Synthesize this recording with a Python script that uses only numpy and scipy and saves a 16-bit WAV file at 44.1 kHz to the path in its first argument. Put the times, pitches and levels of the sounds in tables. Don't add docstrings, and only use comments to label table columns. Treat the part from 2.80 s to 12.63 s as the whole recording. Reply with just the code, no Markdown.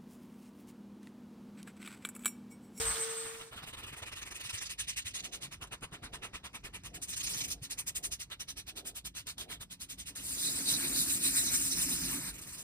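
import sys
import numpy as np
from scipy import signal
from scipy.fft import rfft, irfft, next_fast_len
from scipy.io import wavfile
from scipy.ndimage import uniform_filter1d, map_coordinates

SR = 44100
rng = np.random.default_rng(int(sys.argv[2]) if len(sys.argv) > 2 else 0)


def dump(signal):
    limited = np.clip(np.atleast_2d(signal).T, -1, 1)
    pcm = np.round(limited * 32767).astype(np.int16)
    wavfile.write(sys.argv[1], SR, pcm)


N = 433503
TIME = np.arange(N) / SR

# (f/Hz, left leads/half turns, likeness/0-1)
TREBLE = [(7100, 1, .85), (8500, .15, .85), (9200, 0, .99), (10400, -.45, .65), (11100, -1, .999),
          (12000, -1, .999), (12800, -1.5, .6), (13600, -2, .99), (14800, -2, .95), (15800, -3, .9)]


def amp(db):
    return np.exp(np.asarray(db) * (np.log(10) / 20))


def unit(x):
    return x / np.sqrt(np.mean(x ** 2) + 1e-20)


def along(points, hz):
    f, v = np.transpose(points)
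    return np.interp(np.log(hz + 1), np.log(f + 1), v)


def over_time(points):
    return np.interp(TIME, *np.transpose(points))


def curves(rows):
    s, *columns = np.transpose(rows)
    return [amp(np.interp(TIME, s, column, -120, -120)) for column in columns]


def wobble(rate):
    knots = rng.standard_normal(int(N * rate / SR) + 4)
    return map_coordinates(knots, [np.arange(N) * rate / SR])


def filtered(x, response):
    m = next_fast_len(N + 8192)
    return irfft(rfft(x, m) * response(np.fft.rfftfreq(m, 1 / SR)), m)[..., :N]


def coloured(spectrum):
    return lambda hz: amp(along(spectrum, hz))


def resonant(modes):
    def response(f):
        total = 0
        for k, (centre, width, db) in enumerate(modes):
            peak = 1j * f * width / (centre * centre - f * f + 1j * f * width)
            total = total + (-1) ** k * amp(db) * peak
        return total
    return response


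def grainy_noise(response, grain_db, patchy_db):
    grains = rng.standard_normal((2, N)) * amp(grain_db * np.clip(wobble(900), -2, 2))
    z = signal.stft(grains, nperseg=256)[2]
    field = uniform_filter1d(rng.standard_normal(z.shape[1:]), size=5, axis=0)
    field = uniform_filter1d(field, size=9, axis=1)
    patches = amp(patchy_db * np.clip(unit(field), -3, 1.5))
    return unit(filtered(signal.istft(z * patches, nperseg=256)[1][:, :N], response))


def bent(x, semitones):
    place = np.cumsum(2 ** (semitones / 12)) % (N - 1)
    return np.array([np.interp(place, np.arange(N), row) for row in x])


def workshop():
    # (t/s, rumble/dB, room/dB)
    background = [(0, -45, -52), (.35, -81, -64), (1.5, -58, -75), (2, -59.5, -68), (3.3, -64, -68.5),
                  (4.5, -57, -62.5), (6.6, -62, -78.5), (7.9, -57.5, -51), (9.3, -53.5, -59),
                  (9.83, -61, -62)]
    # (f/Hz, relative level/dB)
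    rumble_colour = [(15, -61), (45, 18.5), (110, 8.5), (200, -1), (400, -46)]
    # (f/Hz, relative level/dB)
    room_colour = [(60, -35), (120, -4.5), (800, -17.5), (1100, -19.5), (5400, -25), (15500, -43)]
    rumble, room = curves(background)
    shake = grainy_noise(coloured(rumble_colour), grain_db=-2.2, patchy_db=-2.0)
    shake = unit(amp(1.55 * wobble(10)) * shake)
    return rumble * shake + room * grainy_noise(coloured(room_colour), grain_db=-0.2, patchy_db=4.0)


def sander():
    # (t/s, shaft/dB, air/dB)
    motor = [(0, -39, -35.5), (.09, -47.5, -36), (.25, -42.5, -40.5), (.49, -48, -46), (.69, -58, -56),
             (.735, -69, -75)]
    # (t/s, level/dB)
    whine_levels = [(0.0, -41), (0.044, -47.5), (0.08, -35), (0.112, -35), (0.166, -50), (0.216, -36.5),
                    (0.282, -52.5), (0.31, -44), (0.34, -54), (0.378, -42), (0.44, -52.5), (0.494, -47.5),
                    (0.538, -72), (0.622, -61), (0.72, -78.5)]
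    # (multiple of the shaft speed, relative level/dB)
    shaft_orders = [(1, 5.5), (2, -12), (4, -8), (5, -11), (8, -10), (13, -18), (15, -10)]
    # (f/Hz, relative level/dB)
    air_colour = [(60, -32), (600, -5.5), (1150, 4.5), (2300, 0.5), (2900, -2), (5500, -2.5), (7500, 1.5),
                  (10000, -2), (15000, -13.5)]
    shaft_hz = 454
    dip_s, dip_width_s, dip_db = 0.13, 0.027, -10

    (whine,), (shaft, air) = curves(whine_levels), curves(motor)
    turns = 2 * np.pi * np.cumsum(shaft_hz * (1 + 0.00117 * wobble(26.0))) / SR
    orders = 0
    for k, db in shaft_orders:
        unsteady_db = 1.9 * wobble(24.4) * (k > 1)
        orders = orders + amp(db + unsteady_db) * np.sin(k * turns)
    flutter = amp(2.0 * wobble(54.3))
    shaft = shaft * amp(dip_db * np.exp(-((TIME - dip_s) / dip_width_s) ** 2))
    tones = np.sqrt(2) * (0.5 * shaft * orders + 1.4 * flutter * whine * np.sin(18 * turns))
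    rush = grainy_noise(coloured(air_colour), grain_db=0.8, patchy_db=1.8)
    return tones * [[1], [0]] + air * rush


def turning():
    # (middle t/s, half length/s, level/dB)
    bowl_turns = [(2.52, 0.14, -62), (3.348, 0.2, -62.5), (4.166, 0.063, -60), (4.63, 0.17, -62),
                  (5.254, 0.091, -61.5), (6.032, 0.11, -59.5), (6.677, 0.095, -60.5)]
    # (f/Hz, relative level/dB)
    slide_colour = [(150, -21.5), (250, -3), (400, -1), (750, -3), (950, -19), (1500, -40)]
    swell = sum(amp(db) * np.exp(-((TIME - s) / half) ** 4) for s, half, db in bowl_turns)
    brushing = unit(filtered(rng.standard_normal((2, N)), coloured(slide_colour)))
    return swell * amp(0.78 * wobble(25)) * brushing


def thuds():
    # (t/s, level before a 3 dB cut/dB, f/Hz)
    knocks = [(0.837, -42, 139), (1.047, -45.5, 91), (1.135, -46.5, 131), (1.229, -43, 88.5),
              (1.339, -48, 100), (1.425, -51, 120), (1.659, -46, 120), (1.742, -38, 94.5),
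              (2.255, -44, 96.0), (3.017, -53, 140), (3.125, -43, 145.4), (3.224, -44, 141),
              (3.32, -47, 119), (3.851, -48, 132.4), (4.042, -44, 111), (4.448, -43, 117),
              (4.566, -42, 142), (4.625, -43, 137), (4.823, -37.5, 124.6), (6.807, -42.5, 119)]
    out, t = np.zeros(N), np.arange(-SR // 25, SR // 25) / SR
    phases = rng.uniform(0, 2 * np.pi, (len(knocks), 1))
    for (s, db, hz), phase in zip(knocks, phases):
        swell = np.exp(-(t * hz / np.where(t < 0, .7, 1.2)) ** 2)
        knock = amp(db - 3.0) * swell * np.cos(2 * np.pi * hz * t + phase)
        out[round(s * SR) - SR // 25:][:len(t)] += knock
    return out * [[1], [0]]


def pad_strokes():
    # (start t/s, length/s, grit level/dB)
    forward = [(0.445, 0.04, -56), (0.535, 0.046, -68), (0.596, 0.042, -59), (0.715, 0.046, -59),
               (0.753, 0.064, -56), (0.86, 0.06, -52.5), (0.965, 0.061, -53.5), (1.058, 0.059, -53),
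               (1.158, 0.056, -53), (1.254, 0.051, -52), (1.353, 0.057, -50), (1.451, 0.048, -49.5),
               (1.542, 0.048, -47.5), (1.631, 0.058, -46), (1.724, 0.052, -43), (1.804, 0.05, -42.5),
               (1.891, 0.051, -43), (1.984, 0.047, -39), (2.075, 0.048, -39), (2.163, 0.047, -39),
               (2.251, 0.048, -41.5), (2.339, 0.05, -41.5), (2.434, 0.044, -44.5), (2.522, 0.053, -44),
               (2.611, 0.061, -47.5), (2.713, 0.046, -51), (2.813, 0.044, -51), (2.914, 0.044, -49),
               (3.021, 0.039, -48.5), (3.123, 0.048, -52.5), (3.226, 0.051, -53.5), (3.328, 0.045, -48.5),
               (3.423, 0.054, -49.5), (3.534, 0.048, -50), (3.637, 0.046, -51.5), (3.74, 0.041, -48.5),
               (3.838, 0.047, -50), (3.934, 0.047, -49), (4.042, 0.045, -48), (4.139, 0.042, -46),
               (4.217, 0.041, -41), (4.276, 0.066, -42.5), (4.357, 0.044, -41), (4.427, 0.046, -39),
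               (4.48, 0.07, -39.5), (4.551, 0.09, -40.5), (4.631, 0.038, -39), (4.699, 0.043, -38),
               (4.822, 0.05, -45), (4.9, 0.043, -40), (4.977, 0.045, -38.5), (5.066, 0.04, -35.5),
               (5.151, 0.04, -34), (5.231, 0.047, -36.5), (5.312, 0.045, -39.5), (5.394, 0.05, -43),
               (5.507, 0.041, -50.5), (5.598, 0.038, -44.5), (5.679, 0.047, -47), (5.766, 0.052, -46.5),
               (5.869, 0.046, -46.5), (5.959, 0.051, -45.5), (6.052, 0.056, -42.5), (6.151, 0.048, -41.5),
               (6.247, 0.04, -41.5), (6.351, 0.066, -45.5), (6.467, 0.059, -44.5), (6.582, 0.061, -44.5),
               (6.691, 0.07, -46.5), (6.803, 0.04, -47.5), (6.903, 0.049, -48), (7.001, 0.052, -43),
               (7.09, 0.055, -44), (7.181, 0.053, -46.0), (7.257, 0.059, -46), (9.52, 0.069, -51),
               (9.576, 0.037, -48), (9.609, 0.04, -47.5), (9.633, 0.045, -53), (9.659, 0.079, -47.5),
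               (9.718, 0.058, -46.5), (9.766, 0.071, -45.5)]
    # (t/s, pad face over the grit/dB, wood level at a usual stroke/dB)
    seat = [(.77, -16, -46), (1, -8, -47), (1.3, -1.5, -46.5), (1.6, -3, -48), (1.8, -1.5, -45.5),
            (2.1, -3.5, -42.5), (2.6, 0, -47.5), (2.85, -2, -45), (3.2, -10, -44), (3.45, -2, -43.5),
            (4.15, -4, -48.5), (4.23, -4.5, -56), (4.45, -0.7, -54.5), (4.9, -1, -52.5),
            (5.15, -8.5, -50.5), (5.399, 1, -54), (5.52, -6.5, -42), (5.65, 4, -51), (5.9, -2.5, -47),
            (6.15, -7.5, -51), (6.45, 1, -48), (6.72, -11.5, -45.5), (6.95, -4, -52), (7.3, -2.5, -52),
            (9.55, -5, -56), (9.8, -5.5, -59.5)]
    # (from t/s, to t/s, share of the gap to the next stroke,
    # then levels over the mean of the two strokes around it: grit/dB, pad/dB, wood/dB)
    returns = [(0.76, 1.25, 0.56, -1, 2, 3), (1.25, 1.7, 0.55, -0.5, 3.5, 2.5),
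               (1.7, 1.85, 0.49, -6, 4, -3), (1.95, 2.3, 0.46, -20, -11, -13.5),
               (2.32, 2.38, 0.43, -9, 2.5, -5), (2.4, 4.1, 0.45, -33, -20, -22.5),
               (4.25, 4.6, 0.5, -3.5, 5, 3), (4.6, 4.68, 0.6, -6, -6, -4)]
    bite = 0.4
    wood_follows, usual_db = 0.31, -48
    return_rise_s, return_fall_s = 0.015, 0.016

    start, length, grit_db = np.transpose(forward)
    top = start + bite * length
    s, face_db, wood_db = np.transpose(seat)
    pad_db = grit_db + np.interp(top, s, face_db)
    wood_db = np.interp(top, s, wood_db) + wood_follows * (grit_db - usual_db)
    db = np.c_[grit_db, pad_db, wood_db]
    back = []
    for t0, t1, share, *over_db in returns:
        for k in np.flatnonzero((top > t0) & (top < t1)):
            moment = top[k] + share * (top[k + 1] - top[k])
            back.append((moment, return_rise_s, return_fall_s, *((db[k] + db[k + 1]) / 2 + over_db)))
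    return [*np.c_[top, bite * length, (1 - bite) * length, db], *back]


def pad_power():
    # (t/s, level before each part's cut/dB)
    catches = [(2.308, -44), (2.392, -38), (2.4259, -44), (2.812, -44), (2.872, -46), (3.0087, -50),
               (3.113, -54.5), (3.7311, -47), (3.8395, -47), (4.0357, -41), (4.217, -38), (4.366, -37),
               (4.979, -50), (5.5005, -43), (5.597, -40), (5.867, -45), (5.768, -46), (6.25, -39),
               (6.35, -39), (6.469, -30), (6.581, -30.5)]
    power = np.zeros((3, N))
    narrow = np.array([[1.1], [1.01], [.9]])
    for s, rise, fall, *levels_db in pad_strokes():
        near = slice(round((s - .1) * SR), round((s + .15) * SR))
        before = TIME[near] < s
        u = narrow * np.abs(TIME[near] - s) / np.where(before, rise, fall)
        shape_db = 0.5 - 13.2 * u ** np.where(before, 2.6, 2.1)
        power[:, near] += amp(np.c_[levels_db] + shape_db) ** 2
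    after = np.arange(SR // 30) / SR
    for s, db in catches:
        dying_db = db - np.array([[13], [15], [13]]) - 60 * after / 0.057
        power[:, round(s * SR):][:, :len(after)] += amp(dying_db) ** 2
    return power


def sheet_strokes():
    # (fastest t/s, half length/s, grit/dB, sheet/dB, wood/dB), sheet and wood cut later
    long_strokes = [(7.369, 0.042, -44.5, -49.5, -52), (7.509, 0.055, -39, -47, -54.5),
                    (7.654, 0.058, -33.5, -38, -53), (7.79, 0.053, -37, -43.5, -49.5),
                    (7.912, 0.031, -30.5, -31, -49.5), (8.049, 0.088, -35, -43.5, -46.5),
                    (8.197, 0.034, -30, -36, -50), (8.32, 0.052, -32, -44, -46),
                    (8.465, 0.037, -30, -39, -46), (8.579, 0.031, -29, -36.5, -45),
                    (8.662, 0.029, -35, -32.5, -50), (8.75, 0.032, -30.5, -37, -44.5),
                    (8.844, 0.045, -32, -42.5, -49), (8.925, 0.014, -34.5, -30, -51),
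                    (9.01, 0.04, -32, -36, -46), (9.122, 0.036, -34, -40.5, -47),
                    (9.242, 0.078, -37.5, -41, -49.5), (9.338, 0.043, -38, -51, -47.5),
                    (9.468, 0.06, -41.5, -48, -49.5)]
    drag_s, drag_db = 0.052, [[-9], [-9], [-7.5]]
    land_s, lift_s = 7.35, 9.53
    on = TIME[TIME > land_s]

    def bell(s, width):
        return np.exp(-((on - s) / width) ** 2)

    power = 0
    for s, half, *db in long_strokes:
        power = power + amp(np.c_[db]) ** 2 * (bell(s, half) + amp(drag_db) ** 2 * bell(s, drag_s))
    touch = np.clip(np.minimum((on - land_s) / 0.0079, (lift_s - on) / 0.034), 0, 1)
    return np.pad(np.sqrt(power) * touch, [(0, 0), (N - len(on), 0)])


def grit_hiss(sharp_db):
    # (f/Hz, relative level/dB)
    grit_colour = [(2500, -32.5), (5500, -8.5), (7500, 2), (9500, 1), (12000, -4), (16000, -21)]
    # (f/Hz, relative level/dB)
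    fizz_colour = [(8000, -48), (11000, -10), (13000, 5), (15000, -0.5), (16000, -25)]
    fizz = amp(sharp_db - 11.5) * grainy_noise(coloured(fizz_colour), grain_db=1.5, patchy_db=3.5)
    return grainy_noise(coloured(grit_colour), grain_db=1.0, patchy_db=3.0) + fizz


def pad_scrape():
    # (f/Hz, width/Hz, relative level/dB)
    pad_modes = [(2980, 950, -3.5), (4290, 1370, 1), (5420, 1800, 1), (6660, 620, 3.5)]
    # (t/s, pitch shift/semitones)
    squeeze = [(5.4, 0.0088), (5.7, -1.93), (5.9, -1.95), (6.1, -0.039)]
    return bent(grainy_noise(resonant(pad_modes), grain_db=1.5, patchy_db=3.5), over_time(squeeze))


def sheet_scrape():
    # (f/Hz, width/Hz, relative level/dB)
    paper_modes = [(3927, 420, 2), (4686, 800, 2.5), (6700, 1400, -4.5)]
    # (t/s, pitch shift/semitones)
    fold = [(7.4, 0.5), (8.5, -1), (8.65, 3.5), (8.8, 1), (8.92, 3.5), (9.1, 2), (9.5, 0)]
    flex = over_time(fold)
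    crease = grainy_noise(resonant(paper_modes[:1]), grain_db=0.5, patchy_db=4.5)
    face = grainy_noise(resonant(paper_modes[1:]), grain_db=0.5, patchy_db=4.5)
    crease_db_per_semitone = -2
    return amp(crease_db_per_semitone * flex - 3.5) * crease + amp(-3.5) * bent(face, flex)


def bowl_wood(pitch, thin):
    # (f/Hz before the pitch shift, width/Hz, relative level/dB)
    wall_modes = [(534, 310, -4.5), (1020, 410, -0.5), (1400, 530, 0)]
    # (f/Hz before the pitch shift, width/Hz, relative level/dB)
    foot_modes = [(1855, 820, -5.5), (2084, 556, 0), (2790, 640, 1.5), (3710, 1430, -3)]
    wall = grainy_noise(lambda f: resonant(wall_modes)(f) / (1 + 1j * f / 2500), grain_db=2.5, patchy_db=2.4)
    foot = grainy_noise(lambda f: resonant(foot_modes)(f) / (1 + 1j * f / 4000), grain_db=1.8, patchy_db=2.8)
    return np.sin(thin) * bent(wall, pitch) + np.cos(thin) * bent(foot, pitch)


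def bowl_hum():
    # (f/Hz, width/Hz, relative level/dB)
    hollow_modes = [(139.4, 25.4, -5), (178.5, 23, -3), (217, 19.6, -6.5), (271.5, 14.3, 2),
                    (348.3, 21, -7.5)]
    # (t/s, level/dB)
    hum_levels = [(1.8, -86), (2.4, -67), (3.6, -73), (4.6, -62.5), (5.2, -75.5), (7.2, -69), (7.7, -54.5),
                  (7.9, -48), (8.43, -49.5), (8.68, -53), (9.35, -47.5), (9.55, -59.5), (9.83, -68)]
    # (t/s, level/dB)
    deep_levels = [(7.3, 5), (7.7, -7.5), (8.4, -4.5), (8.9, 0)]

    def voice(modes):
        return grainy_noise(lambda f: resonant(modes)(f) / (1 + 1j * f / 400), grain_db=0.6, patchy_db=2.5)

    deep, high = voice(hollow_modes[:2]), voice(hollow_modes[2:])
    hum = curves(hum_levels)[0] * amp(0.77 * wobble(8.3))
    return hum * (high + amp(over_time(deep_levels)) * deep)


def edge_rasp():
    # (f/Hz, width/Hz, relative level/dB)
    rasp_modes = [(536, 160, -4.5), (1580, 610, 0)]
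    return grainy_noise(lambda f: resonant(rasp_modes)(f) ** 2, grain_db=1.5, patchy_db=3.0)


def hand_shove():
    return grainy_noise(lambda f: 1j * f / (40 + 1j * f) / (1 + 1j * f / 220) ** 2, grain_db=3.5, patchy_db=3.0)


def sanding():
    # (t/s, nearness to the thin wall/0-1, sharpness of the grit before a cut/dB,
    # pitch of the wood/semitones)
    contact = [(.7, 0.38, 4, 0), (1.5, 0.22, -6, -1), (2.001, 0.04, -15.5, 0), (2.3, 0.06, -22, -0.28),
               (2.75, 0.27, -1, -.5), (3.05, 0.52, -13, -1), (3.25, 0.36, -12, 1), (3.551, 0.29, -12, -1),
               (3.899, 0.34, -19, -2), (4.2, 0.1, -5, -2), (4.5, 0.16, 0, -2), (5.001, 0.15, -2, -2),
               (5.401, 0.16, -2, -1), (5.6, 0.22, 1, 1), (6.201, 0.17, -2, 2), (6.8, 0.23, 1, 2),
               (7.3, 0.07, -1.5, 1), (7.7, 0.18, -1, -3), (8.6, 0.06, 0.5, -3), (9.83, 0.34, 1, -3)]
    long_grit, paper, long_wood = sheet_strokes()
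    long_gains = np.array([long_grit, np.zeros(N), long_wood])
    grit, pad, wood = np.sqrt(pad_power() + long_gains ** 2)
    s, near_wall, sharp_db, semitones = np.transpose(contact)
    pitch = np.interp(TIME, s, semitones) + 0.8 * wobble(8)
    thin = np.pi / 2 * np.clip(np.interp(TIME, s, near_wall), 0, 1)
    lean = amp(-4) * np.sin(thin) * np.roll(wood, -round(0.0078 * SR))
    return (grit * grit_hiss(np.interp(TIME, s, sharp_db))
            + pad * pad_scrape()
            + paper * sheet_scrape()
            + wood * bowl_wood(pitch, thin)
            + amp(-8.5) * long_wood * edge_rasp()
            + lean * hand_shove()
            + bowl_hum())


def walls(x):
    # (f/Hz, time/s)
    decay = [(200, 0.15), (10000, 0.095)]
    hz, t, z = signal.stft(rng.standard_normal((2, SR // 3)), SR, nperseg=256)
    fading = amp(-60 * t / along(decay, hz)[:, None])
    tail = signal.istft(z * fading, SR, nperseg=256)[1]
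    return signal.fftconvolve(x, tail / np.linalg.norm(tail[0]), axes=1)[:, :N]


def ports(pair, table):
    # (f/Hz, level/dB)
    shadow = [(800, 0), (2500, -1), (4200, -4.5), (5800, -4), (7000, 0.5)]
    m = next_fast_len(N + 8192)
    shared, unshared = rfft(pair, m)
    hz = np.fft.rfftfreq(m, 1 / SR)
    f, lead, alike = np.transpose(table)
    u = np.arccos(np.interp(hz, f, alike)) / 2
    half = amp(along(shadow, hz) / 2) * np.exp(.5j * np.pi * np.interp(hz, f, lead))
    left = (np.cos(u) * shared + np.sin(u) * unshared) * half
    right = (np.cos(u) * shared - np.sin(u) * unshared) / half
    return irfft([left, right], m)[:, :N]


def scene():
    # (f/Hz, left leads/half turns, likeness/0-1)
    bowl_ports = [(170, -.05, .97), (480, .08, .82), (800, .35, .5), (1200, .25, .75), (1550, .35, .55),
                  (2100, .45, .6), (3200, 1, .9), (3900, .8, .65), (4700, 1.9, .35), (5600, 1.3, .55),
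                  *TREBLE]
    # (f/Hz, left leads/half turns, likeness/0-1)
    sander_ports = [(170, -.1, .9), (450, -.3, .97), (690, 0, .3), (950, .8, .45), (1300, 0, .05),
                    (1800, -.45, .35), (5500, 1.3, .15), *TREBLE]
    work = sanding() + turning()
    near = work + amp(-11.5) * walls(work) + thuds() + workshop()
    return ports(near, bowl_ports) + ports(sander(), sander_ports)


def record(dry):
    return filtered(dry, lambda hz: hz < 15805)


dry = scene()
out = record(dry)
dump(out)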